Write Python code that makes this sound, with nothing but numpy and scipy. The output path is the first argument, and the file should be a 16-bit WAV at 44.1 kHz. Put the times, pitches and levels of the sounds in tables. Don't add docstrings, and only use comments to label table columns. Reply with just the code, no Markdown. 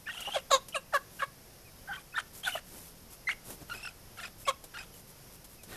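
import sys
import numpy as np
from scipy import signal
from scipy.fft import rfft, irfft, next_fast_len
from scipy.io import wavfile
from scipy.ndimage import uniform_filter1d, map_coordinates

SR = 44100
rng = np.random.default_rng(int(sys.argv[2]) if len(sys.argv) > 2 else 0)


def to_wav(sig):
    pcm = np.clip(np.atleast_2d(sig), -1, 1) * 32767
    pcm = np.round(pcm).astype(np.int16)
    wavfile.write(sys.argv[1], SR, pcm.T)


N = 254412
TOP_HZ = 14200

# start_s, end_s, pitch_hz, level_db, roughness (0-1)
SQUEAL_NOTES = [(0.07, 0.086, 1734, -39.5, 0.2), (0.087, 0.096, 1484, -38.5, 0.25),
                (0.095, 0.113, 1850, -40.0, 0.18), (0.274, 0.297, 796, -39, 0.37),
                (0.724, 0.742, 2990, -48.5, 0.3), (0.745, 0.752, 2470, -34.5, 0.2),
                (0.97, 0.977, 1588, -35, 0.36), (1.194, 1.204, 2800, -45.5, 0.15),
                (1.875, 1.913, 1557, -44, 0.2), (1.889, 1.917, 798, -43, 0),
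                (1.909, 1.932, 1530, -38.0, 0.16), (1.927, 1.945, 3220, -48.5, 0.42),
                (1.929, 1.952, 1518, -41.5, 0.48), (1.95, 1.965, 3180, -48, 0.37),
                (1.953, 1.974, 1540, -47.5, 0.44), (1.975, 1.991, 2390, -54.5, 0),
                (1.976, 1.99, 1120, -51, 0.3), (2.125, 2.146, 2550, -54.5, 0),
                (2.14, 2.157, 1443, -42.5, 0.3), (2.154, 2.175, 3650, -45, 0.14),
                (2.162, 2.18, 1785, -34.0, 0.16), (2.178, 2.191, 1417, -29, 0.35),
                (2.185, 2.199, 3030, -42.5, 0.6), (2.193, 2.207, 1693, -45.5, 0.45),
                (2.433, 2.446, 3190, -42.5, 0.03), (2.446, 2.47, 3480, -37, 0.3),
                (2.493, 2.508, 2490, -45.5, 0.45), (2.521, 2.533, 3000, -41, 0.2),
                (2.537, 2.552, 2920, -38, 0.2), (2.562, 2.581, 2860, -46, 0.5),
                (2.576, 2.582, 1754, -42.5, 0.1), (3.272, 3.29, 2048, -31, 0.03),
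                (3.287, 3.297, 1878, -30.5, 0.51), (3.295, 3.305, 2216, -31.0, 0.27),
                (3.304, 3.314, 1994, -36, 0.55), (3.312, 3.322, 2800, -38.5, 0.27),
                (3.32, 3.334, 2060, -44.0, 0.35), (3.698, 3.706, 1407, -42, 0.36),
                (3.711, 3.732, 1390, -38, 0.06), (3.733, 3.753, 1486, -47.0, 0.43),
                (3.745, 3.763, 2500, -47, 0.1), (3.773, 3.79, 2550, -49.5, 0.07),
                (3.798, 3.814, 2580, -52, 0.15), (3.829, 3.848, 2690, -43.5, 0.08),
                (3.849, 3.856, 1460, -43, 0.3), (3.856, 3.869, 2676, -41.5, 0.13),
                (3.872, 3.879, 1400, -40.0, 0.2), (3.882, 3.895, 2550, -47.5, 0.15),
                (4.171, 4.182, 1570, -54, 0.55), (4.186, 4.198, 1350, -44, 0.15),
                (4.198, 4.207, 1650, -45, 0.4), (4.228, 4.245, 1735, -44, 0.5),
                (4.233, 4.244, 2450, -46.5, 0.05), (4.245, 4.257, 1440, -44.5, 0.52),
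                (4.252, 4.265, 2500, -43.5, 0.2), (4.453, 4.469, 2580, -47, 0.2),
                (4.498, 4.512, 1258, -38.5, 0.5), (4.535, 4.552, 2590, -61, 0.2),
                (4.74, 4.752, 1607, -48.5, 0.46), (4.749, 4.773, 1410, -45.5, 0.08),
                (4.769, 4.78, 1520, -45, 0.5), (4.783, 4.793, 1850, -49, 0.2),
                (4.786, 4.798, 2530, -44, 0.25), (4.799, 4.815, 1507, -50.5, 0.5),
                (4.802, 4.821, 2510, -48.5, 0), (5.713, 5.766, 1830, -52.5, 0.52)]
WHISTLE_HARMONICS = [0, -18, -29]


def amp(db):
    return 10 ** (np.asarray(db) / 20)


def unit(x):
    return x / np.sqrt(np.mean(x ** 2) + 1e-20)


def along(points, hz):
    f, v = np.transpose(points)
    return np.interp(np.log(hz + 1), np.log(f + 1), v)


def curves(rows, t):
    s, *cols = np.transpose(rows)
    return [np.interp(t, s, c) for c in cols]


def wobble(rate, size=N):
    knots = rng.standard_normal(int(N * rate / SR) + 4)
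    return map_coordinates(knots, [np.arange(size) * rate / SR])


def filtered(x, gain):
    m = next_fast_len(len(x) + 8192)
    return irfft(rfft(x, m) * gain(np.fft.rfftfreq(m, 1 / SR)), m)[:len(x)]


def coloured(x, spectrum):
    return unit(filtered(x, lambda hz: amp(along(spectrum, hz))))


def note(start, end, edge):
    start, end = start - edge, end + edge
    i = np.arange(max(int(start * SR), 0), min(int(end * SR), N))
    ramp = np.clip(np.minimum(i / SR - start, end - i / SR) / edge, 0, 1)
    return i, np.sin(np.pi / 2 * ramp) ** 2


def swells(rows, roundness):
    t = np.arange(N) / SR
    gain = np.zeros(N)
    for start, end, db in rows:
        progress = np.clip((t - start) / (end - start), 0, 1)
        gain += amp(db) * np.abs(np.sin(np.pi * progress)) ** roundness
    return gain


def whistle(pitch, overtones):
    phase = 2 * np.pi * np.cumsum(pitch) / SR
    return unit(sum(amp(db) * np.sin(k * phase) for k, db in enumerate(overtones, 1)))


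def yard(rush_db=-55.5, rumble_db=-2, swell_db=1.0):
    # frequency_hz, level_db (per Hz)
    rush_colour = [(25, -9.5), (170, -3), (280, -11.5), (450, -9), (1200, -17), (4200, -22), (5200, -16),
                   (7800, -25), (12600, -17), (14000, -29)]
    # time_s, level_db
    air_levels = [(1.8, -59.5), (4.5, -56), (5.2, -59.5), (5.7, -57)]
    lump_colour = [(8, -15.0), (22, -2.5), (60, -9.5), (170, -13.5), (400, -25.5), (1500, -60)]  # Hz, dB
    air_db, = curves(air_levels, np.arange(N) / SR)
    lumps = coloured(rng.standard_normal(N) * amp(swell_db * wobble(6.7)), lump_colour)
    rush = coloured(rng.standard_normal(N), rush_colour)
    return amp(rush_db + 0.96 * wobble(5.34)) * rush + amp(air_db + rumble_db) * lumps


def scuffs(grit_db=3.0, shuffle_db=-63):
    # start_s, end_s, level_db
    slides = [(.07, .4, -58.5), (1.1, 1.22, -54), (2.33, 2.42, -45.5), (2.43, 2.6, -47.5),
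              (2.64, 2.93, -49.5), (3.1, 3.16, -49.5), (3.44, 3.56, -46), (3.68, 3.79, -52),
              (4.38, 4.45, -48.5), (4.93, 5.02, -54.5), (5.07, 5.125, -52.5), (5.32, 5.37, -55),
              (5.49, 5.57, -57), (5.68, 5.8, -52)]
    # start_s, end_s, level_db
    drags = [(2.72, 2.8, -53.5), (3.47, 3.55, -49), (3.6, 3.64, -47), (3.72, 3.78, -49.5),
             (5.66, 5.8, -50.5)]
    # frequency_hz, level_db (per Hz)
    grit_colour = [(200, 1.5), (700, -3.5), (2400, -8.5), (7000, -4), (12600, 1.5)]
    shuffle = amp(shuffle_db) * amp(2.5 * wobble(10))
    grit = coloured(rng.standard_normal(N) * amp(grit_db * wobble(1500)), grit_colour)
    rub = coloured(rng.standard_normal(N), [(40, -5), (150, -2.5), (500, -6.0), (3000, -25.5)])
    return (swells(slides, roundness=0.57) + shuffle) * grit + swells(drags, roundness=0.83) * rub


def wail(jitter=0.025, shimmer_db=2.0, tear=0.37, leap_hz_per_s=45000, level_db=-0.5):
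    # time_s, pitch_hz, level_db
    wail_path = [(0.06, 2345, -59), (0.068, 2462, -45), (0.08, 2846, -51), (0.106, 2771, -42),
                 (0.116, 3354, -44), (0.126, 3340, -46), (0.136, 2673, -49), (0.14, 2710, -42),
                 (0.152, 3338, -44), (0.17, 2800, -47), (0.184, 2825, -41), (0.194, 3369, -40),
                 (0.212, 2886, -51), (0.23, 2886, -39), (0.242, 3590, -44), (0.25, 2786, -41),
                 (0.27, 2856, -35.5), (0.28, 2984, -45), (0.31, 2850, -45), (0.324, 3228, -39),
                 (0.334, 3083, -42), (0.35, 3369, -36), (0.376, 3270, -49), (0.394, 2820, -46),
                 (0.41, 2763, -59)]
    out = np.zeros(N)
    i, gate = note(wail_path[0][0], wail_path[-1][0], edge=0.0029)
    pitch, db = curves(wail_path, i / SR)
    leap = uniform_filter1d(np.abs(np.gradient(pitch)) * SR / leap_hz_per_s, size=130)
    tone = whistle(pitch * (1 + jitter * wobble(500, len(i))), WHISTLE_HARMONICS)
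    tone *= 1 + tear * wobble(1100, len(i))
    level = amp(db + level_db + shimmer_db * wobble(220.4, len(i)))
    out[i] = gate * level * tone / (1 + leap ** 2)
    return out


def clear_voice():
    out = np.zeros(N)
    for start, end, _, _, rough in SQUEAL_NOTES:
        i, gate = note(start, end, edge=.001)
        out[i] = np.maximum(out[i], gate * np.clip(1 - 2 * rough, 0, 1))
    return out


def rasp(voice_hz=730, lurch=.13, flutter_db=2.5, partial_db=6, air_db=-7, yield_db=-6, level_db=-1):
    # start_s, end_s, level_db
    rasp_bursts = [(.06, .41, -48.5), (.335, .392, -43.5), (1.198, 1.25, -45), (1.925, 2.02, -53.5),
                   (2.168, 2.212, -40), (2.432, 2.52, -39), (2.52, 2.6, -45), (3.286, 3.335, -44.5),
                   (3.685, 3.92, -51), (4.17, 4.29, -47), (4.738, 4.85, -48), (5.68, 5.82, -52)]
    # frequency_hz, level_db
    beak_colour = [(250, -27), (550, -2.5), (900, 0.5), (1500, 3.5), (2100, -2), (2900, 0.5), (4000, -2.5),
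                   (5000, -11.5), (8500, -7.5), (10500, -6.5), (13000, -18.5)]
    phase = 2 * np.pi * np.cumsum(voice_hz * np.exp(lurch * wobble(170))) / SR
    voice = np.zeros(N)
    for k in range(1, 16):
        voice += amp(partial_db * np.tanh(wobble(190))) * np.sin(k * phase)
    air = amp(air_db) * rng.standard_normal(N)
    hoarse = coloured((unit(voice) + air) * amp(flutter_db * wobble(500)), beak_colour)
    return amp(level_db + yield_db * clear_voice()) * swells(rasp_bursts, roundness=0.31) * hoarse


def squeals(waver=0.067, tear=0.94, scatter=1.2, roundness=.45, level_db=-0.5):
    # time_s, second_harmonic_db
    reediness = [(3.2, -24.5), (3.75, -9.5)]
    arch_share = .1
    harmonic_step_db = 6.5
    out = np.zeros(N)
    for start, end, hz, db, rough in SQUEAL_NOTES:
        i, gate = note(start + .002, end - .002, edge=.0045)
        size = len(i)
        arch = np.sin(np.pi * (np.arange(size) + .5) / size)
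        pitch = hz * (1 + arch_share * (arch - np.pi / 4) + waver * rough * wobble(262, size))
        phase = 2 * np.pi * np.cumsum(pitch) / SR + scatter * rough * wobble(1101, size)
        reedy_db, = curves(reediness, start)
        tone = np.sin(phase)
        for k in range(2, 5):
            tone += amp(reedy_db - harmonic_step_db * (k - 2.5)) * np.sin(k * phase)
        rattle = 1 + tear * rough * wobble(1397, size)
        out[i] += amp(db + level_db) * unit(gate * arch ** roundness * tone * rattle)
    return out


def walls(x, delay=.012):
    # frequency_hz, fade_s
    fade_times = [(500, 0.25), (4000, 0.35), (12000, 0.12)]
    hz, t, z = signal.stft(rng.standard_normal(SR // 2), SR, nperseg=256)
    fade = amp(-60 * t / along(fade_times, hz)[:, None])
    tail = signal.istft(z * fade, SR, nperseg=256)[1]
    late = np.pad(x, (int(delay * SR), 0))
    return signal.fftconvolve(late, tail / np.linalg.norm(tail))[:N]


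def motorcycle_echo(hen, echo_db=-21, echo_s=.017):
    return filtered(hen, lambda hz: amp(echo_db) * np.exp(-2j * np.pi * hz * echo_s))


def taps(tick_t60=0.082, thud_t60=0.03, tick_db=-7, thud_db=-7):
    # time_s, level_db, extra_thud_db
    strikes = [(0.204, -28.5, -5.5), (0.684, -30.5, -34), (3.503, -31, -8), (4.639, -32.5, -1),
               (5.443, -35.5, -30), (5.633, -34, -21)]
    tick_colour = [(300, 0), (2000, -9.0), (7000, -3.0), (13000, -0.5)]  # Hz, dB
    thud_colour = [(60, -3), (250, 5), (800, 10), (2000, -29), (5000, -52)]  # Hz, dB
    out, t = np.zeros(N + SR), np.arange(SR // 8) / SR
    onset = 1 - np.exp(-t / 0.0009)
    for s, db, low_db in strikes:
        tick = coloured(rng.standard_normal(len(t)), tick_colour) * amp(tick_db - 60 * t / tick_t60)
        thud = coloured(rng.standard_normal(len(t)), thud_colour) * amp(thud_db + low_db - 60 * t / thud_t60)
        out[round(s * SR):][:len(t)] += amp(db) * (tick + thud) * onset
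    return out[:N]


def effort(t, attack, hold, release):
    rise_db, fall_db, rise_curve = 21.5, 27.5, 1.08
    rise = rise_db * np.maximum(1 - t / attack, 0) ** rise_curve
    fall = fall_db * np.maximum(t - attack - hold, 0) / release
    return -rise - fall


def squawks(jitter=0.0809, tremor=0.015, uneven_db=2.0, shimmer=0.55, air=0.9):
    # start_s, attack_s, hold_s, release_s, break_after_s, high_hz, low_hz, level_db, roughness (0-1)
    squawk_notes = [ (0.339, 0.022, 0.0091, 0.023, 0.022, 830, 558, -27, 0.09),
                    (0.505, .013, 0.03, 0.036, 0.009, 748, 573, -19, 0.06),
                    (0.74, 0.017, 0.013, 0.028, 0.02, 644, 561.4, -30, 0),
                    (0.926, 0.019, 0.02, 0.019, .012, 833, 584.3, -24, 0.08),
                    (1.193, 0.02, 0.025, 0.017, 0.027, 800, 570, -28.5, 0.19),
                    (2.461, 0.0161, 0.0054, 0.011, 0.014, 810, 729, -26, 0.03),
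                    (2.548, 0.006, 0.005, 0.0096, 0.006, 809, 611, -31.5, 0.36),
                    (4.468, 0.017, 0.0098, 0.022, 0.0071, 730.4, 563, -23.5, 0.06), ]
    # lists of frequency_hz, level_db
    throat_shapes = [
        [(600, 0.5), (1200, -12.5), (1700, -17.5), (3400, -18.5), (12000, -45)],
        [(550, -3.5), (1100, 1), (1300, 1.5), (1650, -15), (2700, -18), (3300, -17.5), (3800, -3.5),
         (4300, -13.5), (4900, -16.5), (5600, -33), (6500, -12), (7100, -12.5), (7600, -17.5), (8200, -28),
         (13000, -31)],
        [(580, 0.5), (1200, 0), (1730, -4), (2150, -28), (2800, 2), (3300, -18.5), (3950, -7), (5000, -29.5),
         (9000, -11), (13000, -39)],
        [(560, -7.5), (1120, 0.5), (1700, 0), (2150, -22), (2800, -15.5), (3400, -23), (4000, -20),
         (5500, -27.5), (12000, -29.5)],
        [(560, -4.5), (800, -23), (1120, 6), (1700, 2.5), (2200, -7.5), (3800, -18), (5500, -30), (12000, -49)],
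        [(750, -10.5), (1480, 1.5), (2200, -15), (3000, -22), (3800, -17), (5500, -31), (11000, -23)],
        [(600, 4), (1200, -0.5), (1800, -12), (2800, -8), (4500, -52), (11000, -22)],
        [(550, -2), (1100, 2), (1650, -13), (2180, -7), (2750, -16.5), (3300, -5), (3850, -12), (4500, -21),
         (7200, -16.5), (8300, -19), (12000, -28)],
    ]
    # time_s, level_db
    catches = [(0.525, -7), (1.214, -15)]
    catch_s = 0.005
    break_s, sag_hz_per_s = 0.0039, 1083
    break_rough, weak_rough_per_db = 0.13, 0.02
    throat_sink_per_s = 0.92
    out = np.zeros(N)
    k = np.arange(1, 27)[:, None]
    for row, throat in zip(squawk_notes, throat_shapes):
        start, attack, hold, release, break_after, high_hz, low_hz, top_db, roughness = row
        i, gate = note(start, start + attack + hold + release, edge=.006)
        size = len(i)
        t = i / SR - start
        db = effort(t, attack, hold, release)
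        for s, dip in catches:
            db = db + dip * np.exp(-((i / SR - s) / catch_s) ** 2)
        broken = np.tanh((t - break_after) / break_s)
        pitch = low_hz + (high_hz - low_hz) * (1 - broken) / 2 - sag_hz_per_s * (t - break_after)
        rough = np.clip(roughness + break_rough * (1 - broken ** 2) - weak_rough_per_db * db, 0, 1)
        shaky_pitch = pitch * (1 + (jitter * rough + tremor) * wobble(618.0, size))
        phase = 2 * np.pi * np.cumsum(shaky_pitch) / SR
        stretch = np.exp(-throat_sink_per_s * (t - attack - hold / 2))
        gains = amp(along(throat, k * pitch / stretch)) * (k * pitch < TOP_HZ)
        log_gain = np.log(np.vstack([gains[:1] / 10, gains]) + 1e-3)
        mirrored = np.vstack([log_gain, log_gain[-2:0:-1]])
        lag = signal.hilbert(mirrored, axis=0).imag[1:len(k) + 1]
        fray = (.04 + .2 * rough) * k * np.array([wobble(300, size) for _ in k])
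        gains = gains * amp(uneven_db * np.array([wobble(148, size) for _ in k]))
        tone = np.sum(gains * np.cos(k * phase - lag + fray), 0) / np.sqrt(np.sum(gains ** 2, 0) / 2)
        tone *= 1 + shimmer * rough * wobble(428.3, size)
        puffs = coloured(rng.standard_normal(size) * (1 + np.cos(phase)), [(250, -40), *throat])
        share = np.clip(air * rough, 0, 1)
        voice = np.sqrt(1 - share ** 2) * tone + share * puffs
        out[i] += gate * amp(top_db + db) * voice
    return out


def peeps(waver_hz=90):
    # start_s, pitch_hz, level_db (of the tone before the arch)
    peep_notes = [(1.645, 2420, -60), (4.92, 2960, -64), (5.575, 2550, -62)]
    length_s, fall_hz_per_s = .06, 4000
    out = np.zeros(N)
    for start, hz, db in peep_notes:
        middle = start + length_s / 2
        i, gate = note(middle, middle, edge=length_s / 2)
        pitch = hz - fall_hz_per_s * (i / SR - middle) + waver_hz * wobble(300, len(i))
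        out[i] += amp(db) * np.sqrt(gate) * whistle(pitch, WHISTLE_HARMONICS)
    return out


def scene(wet_db=-24.5):
    hen = squawks() + squeals() + wail() + rasp()
    answered = hen + motorcycle_echo(hen) + amp(wet_db) * walls(hen)
    return (answered + peeps() + scuffs() + taps() + yard())[None]


def record(dry, shelf_db=-9):
    return filtered(dry[0], lambda hz: np.where(hz > 13100, amp(shelf_db), 1) * (hz < TOP_HZ))[None]


dry = scene()
out = record(dry)
to_wav(out)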